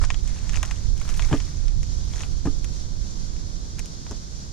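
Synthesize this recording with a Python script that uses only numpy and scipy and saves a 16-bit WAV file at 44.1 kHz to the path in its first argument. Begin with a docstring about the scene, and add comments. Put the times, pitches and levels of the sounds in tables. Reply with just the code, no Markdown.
"""Plastic sleeve pages full of cards are turned in a ring binder outdoors.
The plastic rustles as it slides and snaps as it bends. Three times a page lands with
a push of air, a slap and a hollow ring from the binder. Wind rumbles on the microphone,
mostly on the right, over a distant drone and a high hiss."""
import sys
import numpy as np
from scipy import signal
from scipy.fft import rfft, irfft, next_fast_len
from scipy.io import wavfile
from scipy.ndimage import uniform_filter1d

SR = 44100
rng = np.random.default_rng(int(sys.argv[2]) if len(sys.argv) > 2 else 0)


def file_out(sig):
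    """Save sig as 16-bit WAV at sys.argv[1]."""
    # one column per channel
    cols = np.atleast_2d(sig).T
    # limit, then scale
    lim = np.clip(cols, -1, 1)
    pcm = np.round(lim * 32767).astype(np.int16)
    wavfile.write(sys.argv[1], SR, pcm)


N = 199464
TIME = np.arange(N) / SR


def gain_of(db):
    return 10 ** (np.asarray(db) / 20)


def normalised(x):
    """Scales x to an average (rms) level of 1."""
    return x / np.sqrt(np.mean(x ** 2) + 1e-20)


def value_at(points, hz):
    """Looks up a pitch in a table, gliding between its rows."""
    pitches, values = np.transpose(points)
    return np.interp(np.log(hz + 1), np.log(pitches + 1), values)


def coloured(x, tone):
    """Shapes the bass and treble of x by a tone table, at an average level of 1."""
    size = next_fast_len(x.shape[-1], True)
    gains = gain_of(value_at(tone, np.fft.rfftfreq(size, 1 / SR)))
    return normalised(irfft(rfft(x, size) * gains, size)[..., :x.shape[-1]])


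def panned(x, lean_db):
    """Makes the left side lean_db louder than the right."""
    return x * gain_of([[lean_db / 2], [-lean_db / 2]])


def fade(t, fade_s):
    """Dies away by 60 dB over the fade time."""
    return np.exp(-np.log(1000) * t / fade_s)


def ring(t, hz, fade_s):
    return fade(t, fade_s) * np.sin(2 * np.pi * hz * t)


def stereo_noise(size, width):
    """Noise that both sides share, plus some of their own."""
    return normalised(rng.standard_normal(size) + width * rng.standard_normal((2, size)))


def add(mix, start_s, sound):
    part = mix[:, max(round(start_s * SR), 0):][:, :sound.shape[1]]
    part += sound[:, :part.shape[1]]


# The breeze dies down. Each row: time in seconds, level in dB.
WIND_LEVEL = [(0, -23.5), (2.7, -25), (3.6, -32), (4.5, -35)]
# Gusts and a lull. Each row: time in seconds, change of level in dB.
WIND_GUSTS = [(.04, 5), (.56, 5.5), (.79, -3), (0.891, 6), (1.21, 7.5), (1.8, 8), (2.02, 3), (2.5, 1.5)]
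# The tone of the rumble. Each row: pitch in Hz, level in dB.
WIND_TONE = [(8, -7), (18, 2), (27, 2.5), (42, 0.5), (60, -5), (100, -12), (160, -28), (300, -48.5),
             (700, -78)]
# The left side gets less rumble. Each row: pitch in Hz, left level against right in dB.
WIND_LEAN = [(25, -31.5), (70, -10.5), (160, -1.5)]
def wind(level_db=1, steadiness=0.052, gust_half_s=0.055):
    """Slow swirls of air press on each side of the microphone separately, harder in the gusts."""
    swirls = coloured(rng.standard_normal((2, N)), WIND_TONE)
    power = uniform_filter1d(swirls ** 2, size=6000) + 1e-6
    swirls /= power ** (steadiness / 2)
    lean_db = value_at(WIND_LEAN, np.fft.rfftfreq(N, 1 / SR))
    swirls = irfft(rfft(swirls) * gain_of([lean_db, np.zeros_like(lean_db)]), N)
    breeze_db = np.interp(TIME, *np.transpose(WIND_LEVEL))
    gusts_db = sum(db * np.exp(-((TIME - at) / gust_half_s) ** 2) for at, db in WIND_GUSTS)
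    return gain_of(level_db + breeze_db + gusts_db) * normalised(swirls)


# The tones of the drone and the hiss. Each row: pitch in Hz, level in dB.
DRONE_TONE = [(20, -1), (60, 3.5), (100, -1), (155, 0.5), (230, -10), (320, -14), (480, -19.5),
              (900, -26.5), (1500, -32), (2600, -103), (6000, -69)]
HISS_TONE = [(1500, -5.5), (2700, -12.5), (3650, -2.5), (4240, -1.5), (4350, 4), (4470, -0.5), (4800, 1),
             (5450, 3), (5950, 4), (6350, 2.5), (7050, 0.5), (8300, -12.5), (10600, -18.5), (12600, -29),
             (15000, -42)]
# How loud the drone is. Each row: time in seconds, level in dB.
DRONE_SWELL = [(0, -39), (1.5, -39), (3, -37.5), (4.5, -40)]
# How alike left and right are. Each row: pitch in Hz, likeness from -1 (opposite) to 1 (same).
LIKENESS = [(50, 0.46), (130, 0.46), (300, 0.54), (650, -0.56), (1400, -0.79), (3000, 0.64), (6700, -0.41),
            (14000, -0.012)]
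def drone_and_hiss(hiss_db=-44.5, hiss_lean_db=-1.0, waver_db=1.13):
    """A far, low drone swells and sinks, and a high hiss wavers a little."""
    left, other = rfft(rng.standard_normal((2, N)))
    likeness = value_at(LIKENESS, np.fft.rfftfreq(N, 1 / SR))
    right = likeness * left + np.sqrt(1 - likeness ** 2) * other
    air = irfft(np.array([left, right]), N)
    drone = gain_of(np.interp(TIME, *np.transpose(DRONE_SWELL))) * coloured(air, DRONE_TONE)
    waver = waver_db * normalised(uniform_filter1d(rng.standard_normal(N), size=5000))
    hiss = gain_of(hiss_db + waver) * coloured(air, HISS_TONE)
    return drone + panned(hiss, hiss_lean_db)


def stroke_force(start, length, skew=0.65, sharpness=0.41):
    """The push of the hand rises from 0 to 1 and falls back; a skew under 1 peaks early."""
    force = np.zeros(N)
    during = (TIME > start) & (TIME < start + length)
    progress = (TIME[during] - start) / length
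    force[during] = abs(np.sin(np.pi * progress ** skew)) ** sharpness
    return force


def crackle(per_second, spread_db, cycles, wash):
    """Tiny slips of uneven size each ring briefly, over the smooth wash of sliding."""
    # The plastic catches and lets go.
    grip_db = 2 * normalised(uniform_filter1d(rng.standard_normal(N), size=700))
    slips, t = np.zeros((2, N)), np.arange(512) / SR
    ticks = [np.sqrt(hz) * ring(t, hz, cycles / hz) for hz in np.geomspace(400, 14000, 24)]
    for when, which, size, side in rng.random((round(per_second * N / SR), 4)):
        strength = gain_of(spread_db * min(-np.log(1 - size), 3.5))  # many small, few large
        tick = ticks[int(which * len(ticks))]
        add(slips, when * N / SR, strength * np.outer([side, 1 - side], tick))
    return gain_of(grip_db) * (normalised(slips) + wash * stereo_noise(N, width=0.4))


# The tones of the rub, the fine fizz and the high sizzle. 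Each row: pitch in Hz, level in dB.
RUB_TONE = [(220, 2.5), (520, -6.5), (1150, 0), (2300, 1), (3300, -9), (4600, 1), (9000, -5), (14500, -45)]
FIZZ_TONE = [(1600, -16), (3600, -7.5), (5200, -10.5), (6300, 0.5), (7600, -10), (8900, -16), (11000, -20),
             (14500, -75)]
SIZZLE_TONE = [(5000, -23), (8500, -6), (11000, -10), (13000, -7), (14500, -45)]
# Strokes of the hand. Each row: start and length in seconds, then rub, fizz and sizzle levels in dB.
HAND_STROKES = [(0.011, 0.048, -37.5, -57, -68), (0.033, 0.18, -57, -56.5, -85),
                (0.226, 0.68, -50.5, -55, -74), (0.521, 0.078, -49.5, -56, -70),
                (0.951, 0.55, -50, -55.5, -68), (1.075, 0.058, -47, -66, -68),
                (1.162, 0.023, -61, -63, -57), (1.2, 0.13, -53, -60, -79), (2.12, 0.08, -73, -54.5, -82),
                (1.347, 0.044, -48, -54.5, -66), (1.448, 0.37, -57.5, -64, -82),
                (2.026, 0.42, -59.5, -59.5, -73), (2.155, 0.13, -55, -56, -73),
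                (3.783, 0.022, -45.5, -51, -63)]
def rustle(rub_db=1, fizz_db=7, sizzle_db=6):
    """Plastic slips over plastic, swelling and fading with each stroke of the hand."""
    rub_force, fizz_force, sizzle_force = sum(
        gain_of(levels)[:, None] * stroke_force(start, length) for start, length, *levels in HAND_STROKES)
    coarse = crackle(per_second=1500, spread_db=3, cycles=12, wash=0.8)
    fine = crackle(per_second=1000, spread_db=3.6, cycles=13, wash=0.6)
    finest = crackle(per_second=900, spread_db=3.2, cycles=10, wash=0.5)
    rub = gain_of(rub_db) * rub_force * coloured(coarse, RUB_TONE)
    fizz = gain_of(fizz_db) * fizz_force * coloured(fine, FIZZ_TONE)
    sizzle = gain_of(sizzle_db) * sizzle_force * coloured(finest, SIZZLE_TONE)
    return panned(rub, lean_db=2.5) + panned(fizz + sizzle, lean_db=0.5)


# The notes of a small patch of plastic. Each row: multiple of its pitch, level in dB.
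PATCH_NOTES = [(1, 1.5), (1.42, -5.5), (1.8, -9)]
# The tone of a snap's ring as the microphone hears it, with a dip near 4.2 kHz.
# Each row: pitch in Hz, level in dB.
RING_TONE = [(1000, -16), (3300, 7), (4200, -39), (5400, 10.5), (7400, 6), (9000, -29), (14000, -20)]
def patch_ring(t, pitch_hz, fade_cycles=17):
    """A patch that pops over rings with a few notes; higher ones die sooner."""
    out = np.zeros(len(t))
    for multiple, db in PATCH_NOTES:
        hz = multiple * pitch_hz
        out += gain_of(db + value_at(RING_TONE, hz)) * ring(t, hz, fade_cycles / hz)
    return out


# The notes of the whole sheet. Each row: pitch in Hz, level in dB, fade time in seconds.
SHEET_NOTES = [(1071, -4, .032), (1290, -4, .022), (1890, 0.5, .026)]
def sheet_ring(t, strength_db, hard_snap_db=-28, level_db=-24, growth=2.5):
    """A hard snap shakes the whole sheet; a soft one barely stirs it."""
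    notes = sum(gain_of(db) * ring(t, hz, fade_s) for hz, db, fade_s in SHEET_NOTES)
    return gain_of(level_db + growth * (strength_db - hard_snap_db)) * notes


# The ranges of a snap, from low flex to high glint. Each row: lowest and highest pitch in Hz,
# level in dB, fade time in seconds, scatter in dB, lean to the left in dB, share of the crispness.
CRACK_BANDS = [(620, 1650, -10, 0.06, 1, 1, 0), (1690, 3700, -2, 0.037, 1, 5, 0),
               (5000, 7390, -2, 0.05, -1.5, 1, 0), (6800, 10400, -19, 0.04, 2, -3, 1),
               (10000, 14000, -29, .03, 0, -1, 1.5)]
def crack(t, strength_db, bright_db, crisp_db, pivot_hz=3500, echo_db=-15, echo_s=0.2, span_s=0.005):
    """One sharp pulse, followed by scatter between the sheets and a faint echo."""
    out = np.zeros((2, len(t)))
    pulse = t == 0
    echo = gain_of(echo_db) * normalised(fade(t, echo_s))
    for k, (low_hz, high_hz, band_db, fade_s, scatter_db, lean_db, share) in enumerate(CRACK_BANDS):
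        scatter = gain_of(scatter_db) * normalised(fade(t, fade_s))
        tail = stereo_noise(len(t), width=1.0) * np.hypot(scatter, echo) / np.sqrt(len(t))
        band = signal.butter(3, [low_hz, high_hz], "bandpass", fs=SR, output="sos")
        burst = normalised(signal.sosfilt(band, pulse + tail))
        burst *= np.sqrt(span_s * SR / len(t))  # as much energy as level 1 held for span_s
        octaves = np.log2(np.sqrt(low_hz * high_hz) / pivot_hz)
        db = strength_db + band_db + bright_db * octaves + crisp_db * share
        out += panned((-1) ** k * gain_of(db) * burst, lean_db)
    return out


# The snaps. Each row: start in seconds, strength in dB, brightness in dB per octave,
# crispness (extra top treble) in dB, pitch of the patch in Hz, level of its ring in dB.
PLASTIC_SNAPS = [(0.04, -42, -12, 5, 6300, -36), (0.0502, -43.5, 15.5, -12, 6000, -28),
                 (0.1034, -28, -2.5, -24, 2370, -14), (0.1435, -35.5, -1.5, -4, 3260, -24),
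                 (.277, -40, 5.5, 1, 7500, -35), (.4942, -35, 3.5, -8, 2140, -30),
                 (0.543, -40, -1, -3, 1900, -21.5), (0.558, -35, 2, -5, 2510, -21),
                 (0.5712, -36.5, -2.5, 0, 2300, -23), (0.6298, -29, -0.5, 8, 6940, -23),
                 (0.6316, -43, -14, 4, 2450, -33), (0.6518, -37, 2, -5, 2600, -36),
                 (0.658, -48, 12, -1, 6100, -33), (0.711, -31.5, -2, 4.5, 2800, -33),
                 (0.978, -44.5, 5.5, 2, 6260, -35), (1, -46, 7, -1, 6640, -35),
                 (1.015, -43.5, -7.5, 19, 1890, -56), (1.0912, -44, -9, 1, 6200, -23),
                 (1.099, -43, 7, -4, 6240, -35), (1.141, -40, 2, 0, 5800, -34),
                 (1.172, -46, 1.5, 15, 8750, -36), (1.195, -33, -6, 8, 2480, -31),
                 (1.2227, -36.5, 2, -3, 2260, -23), (1.2385, -48, 2, 0, 6800, -37),
                 (1.247, -47.5, -7, -7, 1690, -41), (1.3285, -39, -13, 0, 2960, -21.5),
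                 (1.3473, -53, 3, 0, 6300, -34), (1.3515, -52, -3, -3, 5800, -30),
                 (1.3734, -48, -1, 8, 3130, -35), (1.402, -37.5, -1.5, -5, 5750, -27),
                 (1.682, -43, -0.5, -10, 5450, -27.5), (1.8305, -40, 3.5, 1, 5800, -39),
                 (2.136, -42.5, -3, -8, 3380, -26), (2.2062, -35.5, -1, -2, 3500, -35),
                 (2.2345, -38.5, -4.5, 4, 2500, -27.5), (2.645, -39, -1.5, 12, 6300, -32),
                 (3.365, -49, -1, -6, 2630, -42), (3.7932, -36.5, 5, 5, 2430, -26),
                 (3.8586, -43.5, 4, 9, 6450, -37), (4.0658, -51, -10, -4, 1690, -41),
                 (4.111, -45.5, 12.5, -5, 4800, -39)]
def snaps(level_db=-1, pop_s=0.0003):
    """Bent plastic pops over with a crack that sets the patch and the sheet ringing."""
    out, t = np.zeros((2, N)), np.arange(4096) / SR
    onset = 1 - np.exp(-t / pop_s)
    for start, strength_db, bright_db, crisp_db, pitch_hz, ring_db in PLASTIC_SNAPS:
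        patch = panned(gain_of(ring_db) * patch_ring(t, pitch_hz), lean_db=6)
        ringing = onset * (patch + sheet_ring(t, strength_db))
        add(out, start, ringing + crack(t, strength_db, bright_db, crisp_db))
    return gain_of(level_db) * out


# The hollow notes of the binder. Each row: pitch in Hz, level in dB, fade time in seconds.
BINDER_NOTES = [(162, -14, 0.058), (277, 10, 0.089), (321.3, -5.5, 0.11), (425, -4, 0.11),
                (620, -52, 0.022), (760, 12, 0.0054), (1220, -8.5, 0.068), (1700, -4.5, 0.018)]
# The tone of a slap. Each row: pitch in Hz, level in dB.
SLAP_TONE = [(110, 12.5), (310, 9), (520, 1.5), (760, 1.5), (1300, -9.5), (2100, -12.5), (3000, -16),
             (4400, -21), (7000, -16), (13000, -42)]
# Pages hit the stack; the first hits twice. Each row: start in seconds, then levels in dB of the
# air push, edge slap, cards' slap and binder ring, then seconds until the cards settle.
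PAGE_HITS = [(1.317, -14, -26, -28, -24.5, 0.0071), (1.3317, -12, -22.5, -22, -20, 0.0049),
             (2.458, -15, -24.5, -33, -25, .0125), (4.114, -37, -31.5, -37.5, -40, 0.0022)]
def landings(edge_lead_s=0.0058, push_s=0.0018, push_delay_s=0.0038, slap_fade_s=0.087, slap_db=3):
    """The edge touches, air is squeezed out under the page, the cards slap and the binder rings."""
    out, t = np.zeros((2, N)), np.arange(12000) / SR
    from_middle = (t - push_delay_s) / push_s
    push = -from_middle * np.exp((1 - from_middle ** 2) / 2) * np.ones((2, 1))
    binder = sum((-1) ** k * gain_of(db) * ring(t, hz, fade_s)
                 for k, (hz, db, fade_s) in enumerate(BINDER_NOTES))
    cushion = 1 - np.exp(-t / 0.0018)  # trapped air softens the start

    def slap(db):
        noise = coloured(stereo_noise(len(t), width=0.4), SLAP_TONE)
        return gain_of(db + slap_db) * noise * fade(t, slap_fade_s)

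    for start, push_db, edge_db, cards_db, ring_db, settle_s in PAGE_HITS:
        add(out, start - edge_lead_s, cushion * slap(edge_db))
        add(out, start, cushion * gain_of(push_db) * push)
        add(out, start + settle_s, cushion * (slap(cards_db) + gain_of(ring_db) * binder))
    return out


def scene():
    """The pages, a little nearer the left side of the microphone, with wind and background."""
    left, right = snaps() + landings() + rustle()
    pages = np.array([left, np.roll(right, 1)])  # the right hears them one sample later
    return pages + wind() + drone_and_hiss()


def record(dry, cutoff_hz=15380):
    """Cuts away the very highest treble."""
    lowpass = signal.firwin(511, cutoff_hz, window=("kaiser", 9), fs=SR)
    return signal.oaconvolve(dry, lowpass[None], "same")


dry = scene()
out = record(dry)
file_out(out)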